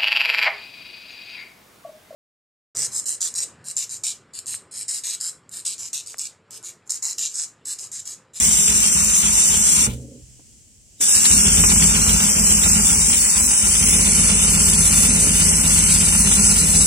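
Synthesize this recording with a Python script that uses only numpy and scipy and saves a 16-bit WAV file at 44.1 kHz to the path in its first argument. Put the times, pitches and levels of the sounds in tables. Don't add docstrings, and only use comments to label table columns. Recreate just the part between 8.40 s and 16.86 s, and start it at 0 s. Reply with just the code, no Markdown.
import sys
import numpy as np
from scipy import signal
from scipy.fft import rfft, irfft, next_fast_len
from scipy.io import wavfile
from scipy.ndimage import uniform_filter1d

SR = 44100
rng = np.random.default_rng(int(sys.argv[2]) if len(sys.argv) > 2 else 0)


def to_linear_factor(level_db):
    exponent = np.asarray(level_db, float) / 20
    return 10 ** exponent


def store_pcm(level_fs):
    pcm = np.round(np.clip(level_fs, -1, 1) * 32767).astype(np.int16)
    wavfile.write(sys.argv[1], SR, np.atleast_2d(pcm).T)


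N = 373086
T = np.arange(N) / SR
PEDAL_UP_S, PEDAL_DOWN_S, CLUTCH_S = 1.457, 2.59, 2.68


def unit(x):
    return x / np.sqrt(np.mean(x ** 2) + 1e-20)


def along(points, hz):
    f, v = np.transpose(points)
    return np.interp(np.log(hz + 1), np.log(f + 1), v)


def peaked(peaks, hz, base_db):
    power = to_linear_factor(2 * base_db)
    for center, width, db in peaks:
        power = power + to_linear_factor(2 * db) / (1 + (2 * (hz - center) / width) ** 2)
    return np.sqrt(power)


def wobble(rate):
    knots = int(N * rate // SR + 2)
    return np.interp(T * rate, np.arange(knots), rng.standard_normal(knots))


def hiss(gain, alike, lead=((0, 0), (1, 0))):
    m = next_fast_len(N, True)
    hz = np.fft.rfftfreq(m, 1 / SR)
    shared, *own = rfft(rng.standard_normal((3, m)))
    half = np.exp(-.5j * np.interp(hz, *np.transpose(lead)))
    both = alike ** .5 * shared * [half, 1 / half]
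    apart = (1 - alike) ** .5 * np.array(own)
    return unit(irfft(gain(hz) * (both + apart), m)[:, :N])


def impulses(s, db):
    return np.bincount((s * SR).astype(int), to_linear_factor(db), N)[:N]


def struck(blows, modes, flip, spread_db):
    s, db = np.transpose(blows)
    out = np.zeros(N)
    for k, (hz, level_db, t60) in enumerate(modes):
        hits = impulses(s, db + level_db + spread_db * rng.standard_normal(len(s)))
        r, w = to_linear_factor(-60 / t60 / SR), 2 * np.pi * hz / SR
        out += flip ** k * signal.lfilter([0, r * np.sin(w)], [1, -2 * r * np.cos(w), r * r], hits)
    return out


def bursts(blows, t60, gain, alike):
    s, db = np.transpose(blows)
    size = signal.lfilter([1], [1, -to_linear_factor(-60 / t60 / SR)], impulses(s, db))
    return size * hiss(gain, alike, LEAD[2])


# first turn in seconds, turn length in seconds, turns.
SLOW = (.008, .2714, 5)
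FAST = (5.530, .12219, 24)
# start in seconds, then thud level and knock level in dB
WANDER = [(1.365, -1, -18), (1.641, -40, -40), (2.6, -27, -18), (2.75, -29, -17), (2.9, -0.5, 2.5),
          (3.058, 2, 3.5), (3.176, 3, 3), (3.298, 2, 4), (3.421, 1, 2), (3.542, 0.5, 2), (3.669, 4, 3),
          (3.808, -8, -2), (3.959, -2, 1), (4.099, -2, -2), (4.241, 0, 3), (4.359, -1.5, 0.5),
          (4.503, 5.5, 4), (4.7, -0.5, -2.5), (4.947, 2, -5.5), (5.219, 3.5, 2), (5.408, -0.5, 1)]


def turns(run):
    return run[0] + run[1] * np.arange(run[2])


def shaft():
    s = np.r_[turns(SLOW), np.transpose(WANDER)[0], turns(FAST), N / SR]
    return 2 * np.pi * np.interp(T, s, np.arange(len(s)))


def repeated(pattern, run, scatter_db):
    share, db = np.transpose(pattern)
    s = (turns(run)[:, None] + share * run[1]).ravel()
    return np.transpose([s, np.tile(db, run[2]) + scatter_db * rng.standard_normal(len(s))])


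STILL = 1.56, 2.6


def wandering(slow, fast, column, rebound):
    start = np.r_[np.transpose(WANDER)[0], FAST[0]]
    blows = []
    for row, length in zip(WANDER, np.diff(start)):
        pattern, steady = (slow, SLOW[1]) if length > .17 else (fast, FAST[1])
        for share, db in pattern:
            if not rebound or share * steady < length:
                blows.append((row[0] + share * (steady if rebound else length), db + row[column]))
    return np.array([blow for blow in blows if not STILL[0] < blow[0] < STILL[1]])


def pedal(running_db, fall_db_per_s, start_s, rise_db_per_s, rest_db):
    since_up = T - PEDAL_UP_S
    fall = np.maximum(-fall_db_per_s * since_up, -20 - 124 * since_up)
    ramp = np.maximum(fall, rest_db - running_db + rise_db_per_s * (T - start_s))
    return np.maximum(running_db + np.minimum(ramp, 0), rest_db)


# time in seconds, level in dB.
AIR = [(0, -17), (.15, -16.5), (.9, -18), (1.07, -16), (1.18, -17), (1.32, -15.5), (1.45, -16),
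       (2.62, -16.5), (2.69, -14.5), (2.77, -14), (3, -15.5), (4.2, -16.5), (4.45, -15), (5, -17),
       (6.4, -16), (7, -17), (8.46, -16.5)]


def flow(angle):
    fill_db_per_s, spin_up_s, jolt_s = 2200, 0.3, 0.089
    speed = uniform_filter1d(np.gradient(angle) * SR / (2 * np.pi), size=SR // 10)
    octaves = np.log2(np.clip(speed * FAST[1], FAST[1] / SLOW[1], 1))
    since_down = T - PEDAL_DOWN_S
    octaves = octaves - 2.1 * np.clip(1 - since_down / spin_up_s, 0, 1) * (since_down > 0)
    jolt_db = 10 * np.exp(-((T - PEDAL_UP_S - jolt_s / 2) / jolt_s) ** 2)
    air_db = np.interp(T, *np.transpose(AIR))
    clatter_db = -31.5 + 2.5 * octaves + 0.56 * wobble(9)
    motor_db = -32 + 7 * octaves + jolt_db
    return (pedal(air_db, 700, PEDAL_DOWN_S, fill_db_per_s, rest_db=-64),
            pedal(clatter_db, 240, PEDAL_DOWN_S, fill_db_per_s, rest_db=-80.5),
            pedal(motor_db, 62, CLUTCH_S, 300, rest_db=-65.5))


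# time in seconds, place from 0 to 2.
VIEW = [
    (0, 0),
    (1.5, 0),
    (2.5, 1),
    (4.3, 1),
    (5.6, 2),
    (8.46, 2),
]
# Hz, width in Hz, level in dB.
GLINT = [
    [(5750, 23, 5.5), (6130, 44, 8), (6500, 340, -1.5), (7450, 97, 5), (7990, 180, 4.5), (8700, 200, -1), (9600, 410, -4), (10800, 100, -29)],
    [(5740, 26, 4.5), (7400, 48, 8.5), (7957, 100, 4), (8400, 83, -6), (9565, 103, 5), (10800, 84, -42)],
    [(6280, 29, 2.5), (6960, 140, -28), (8000, 180, 0.5), (8380, 210, -0.5), (9550, 320, -0.5), (10020, 140, 2), (7880, 68, 2), (9400, 110, 0)],
]
# Hz, lead in radians.
LEAD = [
    [(0, -2), (3880, 0.2), (5680, 5.5), (9730, 24), (10500, 30), (14000, 21), (16100, 30)],
    [(0, -5), (1460, -1), (3620, 11.5), (5940, 18), (6890, 16.5), (8270, 30), (8960, 32.5), (16100, 49)],
    [(0, 0.17), (1460, 2.39), (2410, 0.51), (3530, 5.9), (4910, 7.54), (6460, 14.12), (8010, 20.1), (13800, 18.5), (16100, 24.8)],
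]
# Hz, level in dB per Hz.
JET = [(2500, -24), (4000, -10.5), (4900, -6.5), (5600, -3.5), (6400, -1.5), (7000, -0.5), (8000, 0.5),
       (10300, -3.5), (11000, -12), (11600, -35), (12400, -10), (13300, -13), (15500, -9.5), (16500, -15)]


def jet(level_db, angle):
    place = np.interp(T, *np.transpose(VIEW))
    air = 0
    for k, (peaks, lead) in enumerate(zip(GLINT, LEAD)):
        nearness = np.clip(1 - abs(place - k), 0, 1) ** .5
        colour = lambda f: to_linear_factor(along(JET, f)) * peaked(peaks, f, base_db=-4.5)
        air = air + nearness * hiss(colour, alike=0.64, lead=lead)
    chop_db = 0.28 * np.cos(2 * angle - 2.2) + 0.32 * np.cos(angle - 4.5)
    flutter_db = 1.0 * wobble(30) + 1.25 * wobble(300)
    return to_linear_factor(level_db + 2.0 + chop_db + flutter_db) * air * to_linear_factor([[.45], [-.45]])


# Hz, level in dB per Hz.
CLATTER = [(200, -13), (400, -10), (600, -16), (1200, -3.5), (1800, -3.5), (2600, 0.5), (3000, 7.5),
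           (3900, -4), (5500, -10.5)]
# Hz, width in Hz, level in dB.
COVER = [(425.5, 14, 11.5), (621, 28, 9.5), (856, 78, 7.5), (1016, 20, 7.5), (1388, 29, 7), (2320, 60, -2)]


def clattering_links(level_db, angle):
    swell_db = 1.7 * np.cos(2 * angle - 1.6) + .8 * np.cos(angle - .6)
    flutter_db = .6 * wobble(60) + 1.2 * wobble(400)
    colour = lambda f: to_linear_factor(along(CLATTER, f)) * peaked(COVER, f, base_db=0.0)
    return to_linear_factor(level_db + 6.0 + swell_db + flutter_db) * hiss(colour, alike=0.54, lead=LEAD[2])


# Hz, level in dB per Hz.
RUMBLE = [(30, -47), (50, 0), (100, -8.5), (130, -7.5), (165, -5.5), (185, -1), (210, 3.5), (250, -2.5),
          (340, -14), (410, -12), (600, -17), (750, -21), (1200, -48)]


def motor(level_db, angle):
    swell_db = 1.8 * wobble(13) + 1.05 * np.sin(angle)
    return to_linear_factor(level_db + 0.5 + swell_db) * hiss(lambda f: to_linear_factor(along(RUMBLE, f)), alike=0.96)


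def patchy(x, patchy_db):
    z = signal.stft(x, nperseg=512)[2]
    field = uniform_filter1d(rng.standard_normal(z.shape[1:]), size=3, axis=0)
    field = uniform_filter1d(field, size=40, axis=1)
    return signal.istft(z * to_linear_factor(patchy_db * unit(field)), nperseg=512)[1][:, :N]


# Hz, level in dB per Hz.
SHOP = [(15, -43), (25, -1), (102, -1.5), (1190, -37), (2910, -22.5), (3160, -22), (3720, -29), (4030, -25),
        (7510, -10), (12900, -35), (16000, -36)]


def workshop():
    return to_linear_factor(-53.5 + 2.5 + 1.1 * wobble(6.1)) * hiss(lambda f: to_linear_factor(along(SHOP, f)), alike=0.26)


# share of the turn from 0 to 1, level in dB.
SLOW_THUD = [(0.025, -28), (0.095, -34), (0.237, -28.5), (0.388, -30), (0.455, -32.5), (0.526, -35),
             (0.668, -39), (0.735, -39)]
FAST_THUD = [(0.026, -21), (0.2, -33), (0.347, -31), (0.501, -21.5), (0.669, -26.5)]
# time in seconds, level in dB.
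NUDGES = [
    (1.82, -41),
    (1.885, -48),
    (2.37, -52),
    (2.756, -32),
    (2.80, -45),
]
# Hz, level in dB, seconds to die by 60 dB.
TABLE = [(61.5, -1, 0.2), (79.6, 0.5, 0.16)]


def table_thuds():
    thuds = np.r_[repeated(SLOW_THUD, SLOW, scatter_db=1.1),
                  wandering(SLOW_THUD, FAST_THUD, column=1, rebound=True),
                  NUDGES,
                  repeated(FAST_THUD, FAST, scatter_db=.8)]
    return struck(thuds, TABLE, flip=1, spread_db=0.8)


# share of the turn from 0 to 1, level in dB.
SLOW_KNOCK = [(0.067, -32.5), (0.174, -33.5), (0.259, -29.5), (0.381, -34), (0.503, -43), (0.638, -32.5),
              (0.859, -32), (0.996, -29.5)]
FAST_KNOCK = [(0.163, -24), (0.295, -29.5), (0.508, -27), (0.802, -29), (0.958, -24.5)]
# time in seconds, level in dB.
SHUDDER = [
    (1.466, -27),
    (1.488, -38),
    (1.536, -43),
]


def knocks():
    return np.r_[repeated(SLOW_KNOCK, SLOW, scatter_db=1.2),
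                 wandering(SLOW_KNOCK, FAST_KNOCK, column=2, rebound=False),
                 SHUDDER,
                 repeated(FAST_KNOCK, FAST, scatter_db=1.1)]


# Hz, level in dB, seconds to die by 60 dB.
FRAME = [(163.2, -1, 0.21), (208, -1, 0.26), (232.7, -10.5, 0.28), (300, -20.5, 0.31), (412.7, -17.5, 0.14)]


def frame(knocked):
    return struck(knocked, FRAME, flip=-1.036, spread_db=2.8)


def shaken_links(knocked):
    shaken = knocked + [0, -3] + [0, 3.5] * rng.standard_normal(knocked.shape)
    colour = lambda f: to_linear_factor(along(CLATTER, f)) * peaked(COVER, f, base_db=-9.0)
    return bursts(shaken, .06, colour, alike=0.42)


# time in seconds, peak level in dB.
CLICKS = [(2.8544, -9), (3.1871, -26), (3.2475, -22), (3.3023, -13), (3.4226, -11.5), (3.4979, -30),
          (3.5892, -29), (3.9489, -26), (4.0661, -18), (4.1165, -26), (4.2347, -13.5), (4.5036, -30),
          (5.2335, -34), (5.3522, -16.5), (5.4215, -24)]
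# Hz, level in dB, seconds to die by 60 dB.
HOOK = [(2450, -22, 0.0083), (2910, -5, .02), (3700, 2, 0.0077), (4350, -1, 0.019), (1340, -19, 0.032)]


def hook():
    clicks = np.r_[repeated([(.07, -30), (.6, -36)], FAST, scatter_db=3),
                   repeated([(.05, -36), (.5, -38)], SLOW, scatter_db=3),
                   CLICKS]
    rattle = np.r_[clicks, clicks + [.003, -3], clicks + [.007, -5]]
    return to_linear_factor(-6) * struck(rattle, HOOK, flip=-1, spread_db=2.5)


# Hz, level in dB, seconds to die by 60 dB.
HOUSING = [(310, -2, 0.16), (250, 5, 0.07), (433, 5.5, 0.03), (553, -4, 0.081)]


def rundown():
    s = rng.uniform(1.42, 1.83, size=45)
    return struck(np.transpose([s, -41 - 38 * (s - 1.42)]), HOUSING, flip=-1.15, spread_db=0.5)


# time in seconds, level in dB.
BRAKE = [
    (1.472, -21.5),
    (1.53, -29.5),
    (1.60, -43),
]
# time in seconds, level in dB.
SETTLE = [
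    (1.755, -42.5),
    (1.82, -46),
    (1.885, -49),
    (2.37, -62),
]
# Hz, level in dB, seconds to die by 60 dB.
ARM = [(126, 2.5, 0.31), (70.6, -9, 0.51), (192, -7, 0.25), (324, -9.5, 0.37), (463, -4, 0.18),
       (594, -6, 0.18)]


def brake():
    braked = struck(BRAKE, ARM, flip=0.76, spread_db=6.0)
    return braked + struck(SETTLE, ARM[:3], flip=0.89, spread_db=4.5)


# time in seconds, level in dB.
PUFFS = [
    (1.535, -35),
    (1.992, -56),
]


def valve_puffs():
    bright = bursts(PUFFS[:1], 0.057, lambda f: to_linear_factor(along(JET, f)), alike=.6)
    dull = bursts(PUFFS[1:], .08, lambda f: (f > 250) / (1 + (f / 1300) ** 4), alike=.6)
    return bright + dull


# time in seconds, level in dB.
VALVE = [
    (1.992, -54),
    (2.601, -39),
    (2.625, -49),
    (2.655, -41),
]


def valve():
    return struck(VALVE, HOUSING, flip=-0.85, spread_db=1.5)


# Hz, level in dB per Hz.
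SNAP = [(300, -27), (1200, -5), (2000, 1), (4500, 0), (6000, -6), (12000, -16), (16000, -20)]


def contact_cracks():
    return to_linear_factor(-6) * bursts(CLICKS, 0.059, lambda f: to_linear_factor(along(SNAP, f)), alike=.6)


# Hz, seconds to die by 60 dB.
ROOM = [(100, 0.66), (500, 0.66), (2000, 0.15), (8000, 0.11)]


def room(x):
    hz, t, z = signal.stft(rng.standard_normal((2, SR // 2)), SR, nperseg=256)
    tail = signal.istft(z * to_linear_factor(-60 * t / along(ROOM, hz)[:, None]), SR, nperseg=256)[1]
    return signal.fftconvolve(x[None], tail / np.linalg.norm(tail[0]), axes=1)[:, :N]


# Hz, margin in spreads.
MARGIN = [
    [(1000, 6), (2800, 1.3), (3200, -.9), (3600, 0), (3950, -.9), (4950, 0), (5400, 2.3), (6000, 6)],
    [ (10300, 3.5), (10800, .6), (11250, -1.7), (11750, -2.2), (12300, -1), (13250, -1.2), (14500, -.4), (15900, -2.2)],
]
# from and to in seconds, Hz, width in Hz, lift in
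SPELLS = [(-1, 2, 12300, 500, 2.5), (5.6, 9, 12300, 500, 1.8), (-1, 4.4, 14600, 600, 1.4),
          (4.45, 5.6, 15400, 600, 3), (5.7, 6.1, 14500, 1500, -1.5), (5.6, 9, 11100, 600, 1.1),
          (-1, 2, 3600, 250, .8), (4.4, 5.6, 4200, 400, -.6), (5.6, 9, 4350, 250, .9),
          (5.6, 9, 3200, 200, -.5)]


def dropping_out(x):
    window = signal.windows.cosine(2048)
    hz, t, z = signal.stft([x[0] + x[1], x[0] - x[1]], SR, window, 2048)
    band = np.where(hz < 5500, hz // 172, 17 + hz // 345).astype(int)
    luck = unit(uniform_filter1d(rng.standard_normal((3, band.max() + 1, len(t))), size=3))
    luck = (.6 * luck[0] + .8 * luck[1:])[:, band]
    margin = np.interp(hz, *np.vstack(MARGIN).T)[:, None]
    for from_s, to_s, center, width, lift in SPELLS:
        bump = np.exp(-((hz - center) / width) ** 2)
        margin = margin + lift * np.outer(bump, (t > from_s) & (t < to_s))
    level_db = 10 * np.log10(np.sum(abs(z[:, (hz > 2000) & (hz < 5000)]) ** 2, (0, 1)) + 1e-20)
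    clack_db = np.clip(level_db - signal.medfilt(level_db, 9) - 1, -.5, 6)
    margin = margin + .35 * np.outer(hz < 6000, clack_db)
    total = np.array([np.bincount(band, column) for column in margin.T]).T
    margin = total[band] / np.bincount(band)[band, None]
    power = np.sum(abs(z) ** 2, (0, 1))
    loud = power > power.max() * to_linear_factor(-30)
    heard = ((luck < margin) | ~loud) * (hz < 16150)[:, None]
    mid, side = signal.istft(z * heard, SR, window, 2048)[1][:, :N] / 2
    return np.array([mid + side, mid - side])


def scene():
    angle, knocked = shaft(), knocks()
    jet_db, clatter_db, motor_db = flow(angle)
    running = jet(jet_db, angle) + clattering_links(clatter_db, angle) + motor(motor_db, angle)
    low = table_thuds() + frame(knocked) + rundown() + brake() + valve()
    clicks = hook()
    near = low * to_linear_factor([[-1.1], [1.1]])
    near = near + np.array([clicks, np.roll(clicks, 8)])
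    near = near + shaken_links(knocked) + valve_puffs() + contact_cracks()
    answer = room(to_linear_factor(-21.0) * low + to_linear_factor(-9) * clicks)
    return near + answer + patchy(running, patchy_db=1.5) + workshop()


def roll_off(x):
    return signal.sosfilt(signal.butter(12, 16530, fs=SR, output="sos"), x)


def record(dry):
    cut = signal.sosfilt(signal.butter(6, 40, "highpass", fs=SR, output="sos"), dry)
    soft = cut / (1 + abs(cut / 0.82) ** 6) ** (1 / 6)
    return roll_off(dropping_out(soft))


dry = scene()
out = record(dry)
store_pcm(out)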